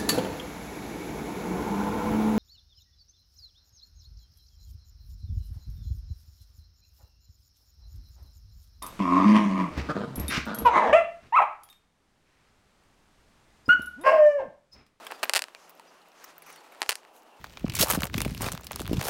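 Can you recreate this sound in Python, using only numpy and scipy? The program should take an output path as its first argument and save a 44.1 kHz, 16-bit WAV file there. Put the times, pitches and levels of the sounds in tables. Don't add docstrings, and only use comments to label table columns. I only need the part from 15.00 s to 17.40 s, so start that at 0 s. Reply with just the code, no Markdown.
import sys
import numpy as np
from scipy import signal
from scipy.fft import rfft, irfft, next_fast_len
from scipy.io import wavfile
from scipy.ndimage import map_coordinates

SR = 44100
rng = np.random.default_rng(int(sys.argv[2]) if len(sys.argv) > 2 else 0)


def wav_out(sig):
    wavfile.write(sys.argv[1], SR, np.round(np.clip(np.atleast_2d(sig).T, -1, 1) * 32767).astype(np.int16))


N = 105840


def amp(db):
    return 10 ** (np.asarray(db) / 20)


def unit(x):
    return x / np.sqrt(np.mean(x ** 2) + 1e-20)


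def along(points, hz):
    freqs, values = np.transpose(points)
    return np.interp(np.log(hz + 1), np.log(freqs + 1), values)


def curves(rows):
    times, *lanes = np.transpose(rows)
    return [np.interp(np.arange(N) / SR, times, lane) for lane in lanes]


def wobble(rate):
    return map_coordinates(rng.standard_normal(N // 8), [np.arange(N) * rate / SR], mode="mirror")


def filtered(x, response):
    size = next_fast_len(N + SR // 2)
    return irfft(rfft(x, size) * response(np.fft.rfftfreq(size, 1 / SR)), size)[:N]


def noise(colour):
    return unit(filtered(rng.standard_normal(N), lambda hz: amp(along(colour, hz))))


def click(colour, tilt_db=0, vary_db=0, size=2048):
    tilt_above_hz, bumps_per_octave = 880, 3.964
    hz = np.fft.rfftfreq(size, 1 / SR)
    octave = np.log2(np.maximum(hz, tilt_above_hz) / tilt_above_hz)
    uneven = map_coordinates(rng.standard_normal(size // 32), [octave * bumps_per_octave], mode="mirror")
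    cepstrum = irfft(np.log(amp(along(colour, hz) + tilt_db * octave + vary_db * uneven)))
    cepstrum[1:size // 2] *= 2
    cepstrum[size // 2 + 1:] = 0
    pulse = irfft(np.exp(rfft(cepstrum)))
    return pulse / np.linalg.norm(pulse)


def decay(t, t60):
    return np.exp(-np.log(1000) * t / t60)


def tail(t60, size, frame=64, attack_s=0.00032):
    hz, t, bands = signal.stft(rng.standard_normal(size), SR, nperseg=frame)
    ring = signal.istft(bands * decay(t, along(t60, hz)[:, None]), SR, nperseg=frame)[1]
    ring *= 1 - np.exp(-(np.arange(len(ring)) / SR / attack_s) ** 2)
    return ring / np.linalg.norm(ring)


def add(track, start_s, sound):
    part = track[max(round(start_s * SR), 0):][:len(sound)]
    part += sound[:len(part)]


def air(level_db=-65.5):
    # freq_hz, gain_db
    air_colour = [(15, -47), (25, -9), (113, -22), (164, -13.5), (215, -4.5), (313, -4), (762, -3),
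                  (2060, -16.5), (2770, -4.5), (3440, -15.5), (15500, -30.5)]
    return amp(level_db) * noise(air_colour)


def cloth():
    # time_s, level_db
    slide_ride = [(0, -52), (.27, -54), (.52, -63.5), (.83, -63.5), (.93, -64.5), (1.15, -66.5),
                  (1.27, -53.5), (1.35, -64.5), (1.42, -63.5), (1.51, -56.5), (1.67, -60.5), (1.8, -57.5),
                  (2.1, -67), (2.4, -64.5)]
    # freq_hz, gain_db
    slide_colour = [(100, -24), (300, 0.5), (800, -2.5), (1300, 4.5), (2700, -2.5), (3700, -5), (6000, -10),
                    (10000, -14), (15000, -20)]
    # time_s, level_db
    rustle_ride = [(0, -48), (.12, -54), (.31, -50.5), (.47, -62.5), (.61, -60), (1.18, -62), (1.33, -59.5),
                   (1.65, -57.5), (1.8, -55), (2.05, -59), (2.4, -57)]
    # freq_hz, gain_db
    rustle_colour = [(20, -19), (110, -36), (180, -17), (280, -4.5), (550, 0), (850, 2.5), (1300, -5.5),
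                     (2500, -29), (8000, -33)]
    slide_trim_db, slide_flutter_db = 0.5, 2.14
    rustle_trim_db, rustle_flutter_db = -0.5, 0.66
    slide_db, = curves(slide_ride)
    rustle_db, = curves(rustle_ride)
    hiss = amp(slide_db + slide_trim_db + slide_flutter_db * wobble(70)) * noise(slide_colour)
    rustle = amp(rustle_db + rustle_trim_db + rustle_flutter_db * wobble(29.83)) * noise(rustle_colour)
    return hiss + rustle


def fibre_ticks(ticks_per_s=12, softest_db=-41, spread_db=1.5):
    # freq_hz, gain_db
    tick_colour = [(500, -36), (4000, 8), (10000, -10.5), (15000, -6.5)]
    out = np.zeros(N)
    for place, chance in rng.random((int(ticks_per_s * N / SR), 2)):
        energy_db = softest_db - spread_db * np.log(max(chance, .03))
        add(out, place * N / SR, amp(energy_db) * click(tick_colour, vary_db=10))
    return out


def hook_scratches(attack_s=0.00037, grain_db=4.5):
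    # start_s, level_db, t60_s, tilt_db_per_octave
    scratches = [(.048, -41, 0.026, -0.5), (0.0666, -33, 0.031, -1.5), (.1135, -34.5, 0.031, 5),
                 (.230, -22, 0.033, 0.5), (.236, -24, 0.035, 1.5), (0.243, -30, 0.023, 0),
                 (0.6937, -40, .025, 3), (0.702, -43, 0.023, 3.5), (.751, -53, .012, 5),
                 (.777, -55, .012, 5), (1.2399, -38.5, 0.049, 0.9), (1.3806, -41, 0.027, -0.5),
                 (1.421, -44.5, 0.035, -.3), (1.4635, -42.5, 0.043, -1.5), (1.481, -46, 0.04, -2),
                 (1.494, -46, 0.034, -0.5), (1.501, -43, 0.043, -0.5), (1.526, -44, 0.032, 2),
                 (1.559, -46, 0.047, -2), (1.576, -45, 0.017, -2.5), (1.72, -45, 0.028, -3),
                 (1.747, -47.5, 0.027, -4), (1.8058, -38, 0.0092, 4), (1.892, -17.5, 0.023, 1.5),
                 (2.164, -46, 0.024, 4), (2.177, -50, .02, 6), (2.232, -50, .015, 7),
                 (2.288, -55.5, 0.02, 7)]
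    # freq_hz, gain_db
    scratch_colour = [(40, -39), (130, -18), (280, -16), (600, -11), (1000, 4), (1600, 1.5), (2500, 5),
                      (3600, -9), (5000, -10), (8000, -9.5), (12000, -2.5), (15000, -3)]
    out, t = np.zeros(N), np.arange(SR // 10) / SR
    for start_s, level_db, t60, tilt_db in scratches:
        slips = unit(rng.standard_normal(len(t)) * amp(grain_db * wobble(1523)[:len(t)]))
        envelope = (1 - np.exp(-t / attack_s)) * decay(t, t60)
        timbre = click(scratch_colour, tilt_db, vary_db=5.0)
        add(out, start_s, amp(level_db) * signal.fftconvolve(slips * envelope, timbre))
    return out


def panel_knocks(rise_cycles=0.99):
    # start_s, gain_db, pitch_hz, t60_s
    knocks = [(0.0663, -34, 1640, 0.034), (0.1206, -38.5, 366, 0.037), (0.23, -41, 266, 0.06),
              (0.7972, -33, 920, 0.016), (.857, -43.5, 566, 0.026), (1.816, -32.5, 330, 0.029),
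              (1.884, -29, 68, 0.029)]
    out, t = np.zeros(N), np.arange(SR // 8) / SR
    for start_s, gain_db, pitch_hz, t60 in knocks:
        rise = 1 - np.exp(-(pitch_hz * t / rise_cycles) ** 2)
        swing = np.sin(2 * np.pi * pitch_hz * t)
        add(out, start_s, amp(gain_db) * rise * swing * decay(t, t60))
    return out


def hook_snaps(canvas_send_db=-9.5, tent_send_db=-18):
    # start_s, energy_db, tilt_db_per_octave
    snaps = [(0.1057, -19, -8), (0.1094, -14, -10), (0.1141, -18.5, -3), (0.1209, -9.5, -7),
             (.1245, -22, -5), (0.23, -6.5, -7), (.2308, -6.5, -2), (.2317, -10.5, -11), (.2335, -3.5, -3),
             (0.2343, -15, 8), (.2366, -2, -4), (0.2391, -14.5, 0), (.2416, -11, -5), (0.2552, -14.5, -6.5),
             (0.2958, 2, 0), (.3361, 1.5, 1), (.3395, -1.5, 1.5), (0.3503, -1.5, 0.5), (0.3558, -1, 1.5),
             (0.3612, 1.5, 2), (0.3626, -1, -1.5), (.3660, 2, -0.5), (.3676, -4, -0.5), (.3703, -3.5, 1.5),
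             (.3729, -2.5, 1.5), (0.3786, -4, 0), (.3840, -27, -6), (0.3925, -3.5, 1), (0.4211, -5, 1),
             (0.4401, -11, 0), (0.4841, -23.5, -5), (.5490, -18.5, -2), (0.7971, -28.5, 1.5),
             (1.5023, -28, -3), (1.7565, -32, -5), (1.8184, 0, -2), (1.8217, -17, 0.5), (1.829, -8, -2),
             (1.8337, -13.5, -4), (1.8622, -20.5, -2), (1.8920, -1, -0.5), (1.8927, -0.5, 0),
             (1.8941, -1, 1.5), (1.8950, -3.5, -0.5), (1.8966, -7, 0.5), (1.9011, -6.5, 3), (1.907, -28, 2),
             (1.9082, -5.5, 1.5), (1.9187, -9, 1), (1.9228, -9, -2), (1.9277, -12, 0.5), (1.9553, -11, 2.8),
             (2.0328, -33, -5.5), (2.0505, -27.5, -5)]
    # freq_hz, gain_db
    snap_colour = [(40, -51), (120, -36), (220, -29.5), (400, -11), (800, -2), (1250, -3), (1800, 3),
                   (2200, -1), (2700, 3), (3500, -5), (4500, 0), (6200, -9.5), (8200, -6), (10500, -9.5),
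                   (12500, -17.5), (15500, -20.5)]
    # freq_hz, gain_db
    canvas_colour = [(150, -5), (500, 4), (1000, 0.5), (2000, -9.5), (4000, -7), (9000, -5), (15000, -5.5)]
    # freq_hz, t60_s
    canvas_t60 = [(300, 0.021), (1000, 0.033), (4000, 0.015), (12000, .014)]
    # freq_hz, t60_s
    tent_t60 = [(300, 0.22), (2000, 0.099), (12000, 0.13)]
    lag = 0.5
    out = np.zeros(N)
    for start_s, energy_db, tilt_db in snaps:
        release = click(snap_colour, tilt_db, vary_db=1.36)
        pulse = signal.lfilter([-lag, 1], [1, -lag], release)
        body = signal.fftconvolve(pulse, click(canvas_colour))
        shake = signal.fftconvolve(body, tail(canvas_t60, size=2048))
        echo = signal.fftconvolve(pulse, tail(tent_t60, size=8192))
        add(out, start_s, amp(energy_db) * pulse)
        add(out, start_s, amp(energy_db + canvas_send_db) * shake / np.linalg.norm(shake))
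        add(out, start_s, amp(energy_db + tent_send_db) * echo)
    return out


def weave_whistles(pitch_waver=0.03, flutter_db=2.2):
    # start_s, length_s, pitch_hz, glide_octaves, level_db
    whistles = [(.11, 0.086, 5100, -0.18, -65), (0.543, 0.033, 2500, -0.1, -60),
                (0.868, .04, 4900, -0.033, -68), (0.867, 0.036, 5800, .05, -70),
                (1.444, 0.065, 5500, .2, -67), (1.473, 0.11, 6100, -.15, -66),
                (1.567, 0.038, 4500, -.05, -63), (2.303, 0.062, 2650, 0.1, -70)]
    out = np.zeros(N)
    for start_s, length_s, pitch_hz, glide_octaves, level_db in whistles:
        size = int(length_s * SR)
        progress = np.linspace(0, 1, size)
        hz = pitch_hz * 2 ** (glide_octaves * progress) * (1 + pitch_waver * wobble(597)[:size])
        tone = np.sin(2 * np.pi * np.cumsum(hz) / SR)
        grip = amp(flutter_db * wobble(148)[:size])
        add(out, start_s, amp(level_db) * unit(grip * np.sin(np.pi * progress) * tone))
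    return out


def far_drone(pitch_waver=0.0075):
    # time_s, pitch_hz, level_db
    drone_ride = [(.5, 169.5, -95), (.68, 172, -76.5), (1.2, 173, -81), (1.28, 173, -87),
                  (1.36, 166.5, -74), (1.57, 160.7, -71.5), (1.66, 152, -99)]
    pitch_hz, level_db = curves(drone_ride)
    cycles = np.cumsum(pitch_hz * (1 + pitch_waver * wobble(20.3))) / SR
    return amp(level_db) * unit(np.sin(2 * np.pi * cycles))


def cloth_swishes():
    # middle_s, length_s, level_db, tilt_db_per_octave
    strokes = [(0.624, 0.19, -61.5, -0.5), (0.937, 0.18, -63.5, -4.5), (1.21, 0.15, -58.5, -3),
               (1.29, 0.069, -55, -4), (1.504, 0.18, -58, -2.5), (1.917, 0.21, -55, 0.5),
               (2.17, .1, -63, 12)]
    # freq_hz, gain_db
    swish_colour = [(300, -21), (1200, 6), (2700, 0), (3800, -4), (5000, 2.5), (6400, 5), (8500, -5.5),
                    (11000, -5.5), (15000, -17)]
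    out, t = np.zeros(N), np.arange(N) / SR
    for middle_s, length_s, level_db, tilt_db in strokes:
        swell = np.cos(np.pi * np.clip((t - middle_s) / length_s, -.5, .5))
        tilted = [(hz, gain_db + tilt_db * np.log2(hz)) for hz, gain_db in swish_colour]
        out += amp(level_db) * swell * noise(tilted)
    return out


def scene():
    tape = hook_snaps() + hook_scratches()
    canvas = panel_knocks() + cloth() + cloth_swishes() + weave_whistles()
    outdoors = far_drone() + air()
    return (tape + canvas + outdoors + fibre_ticks())[None]


def record(dry):
    top_hz, edge_hz = 16300, 800
    return filtered(dry[0], lambda hz: np.clip((top_hz - hz) / edge_hz, 0, 1))[None]


dry = scene()
out = record(dry)
wav_out(out)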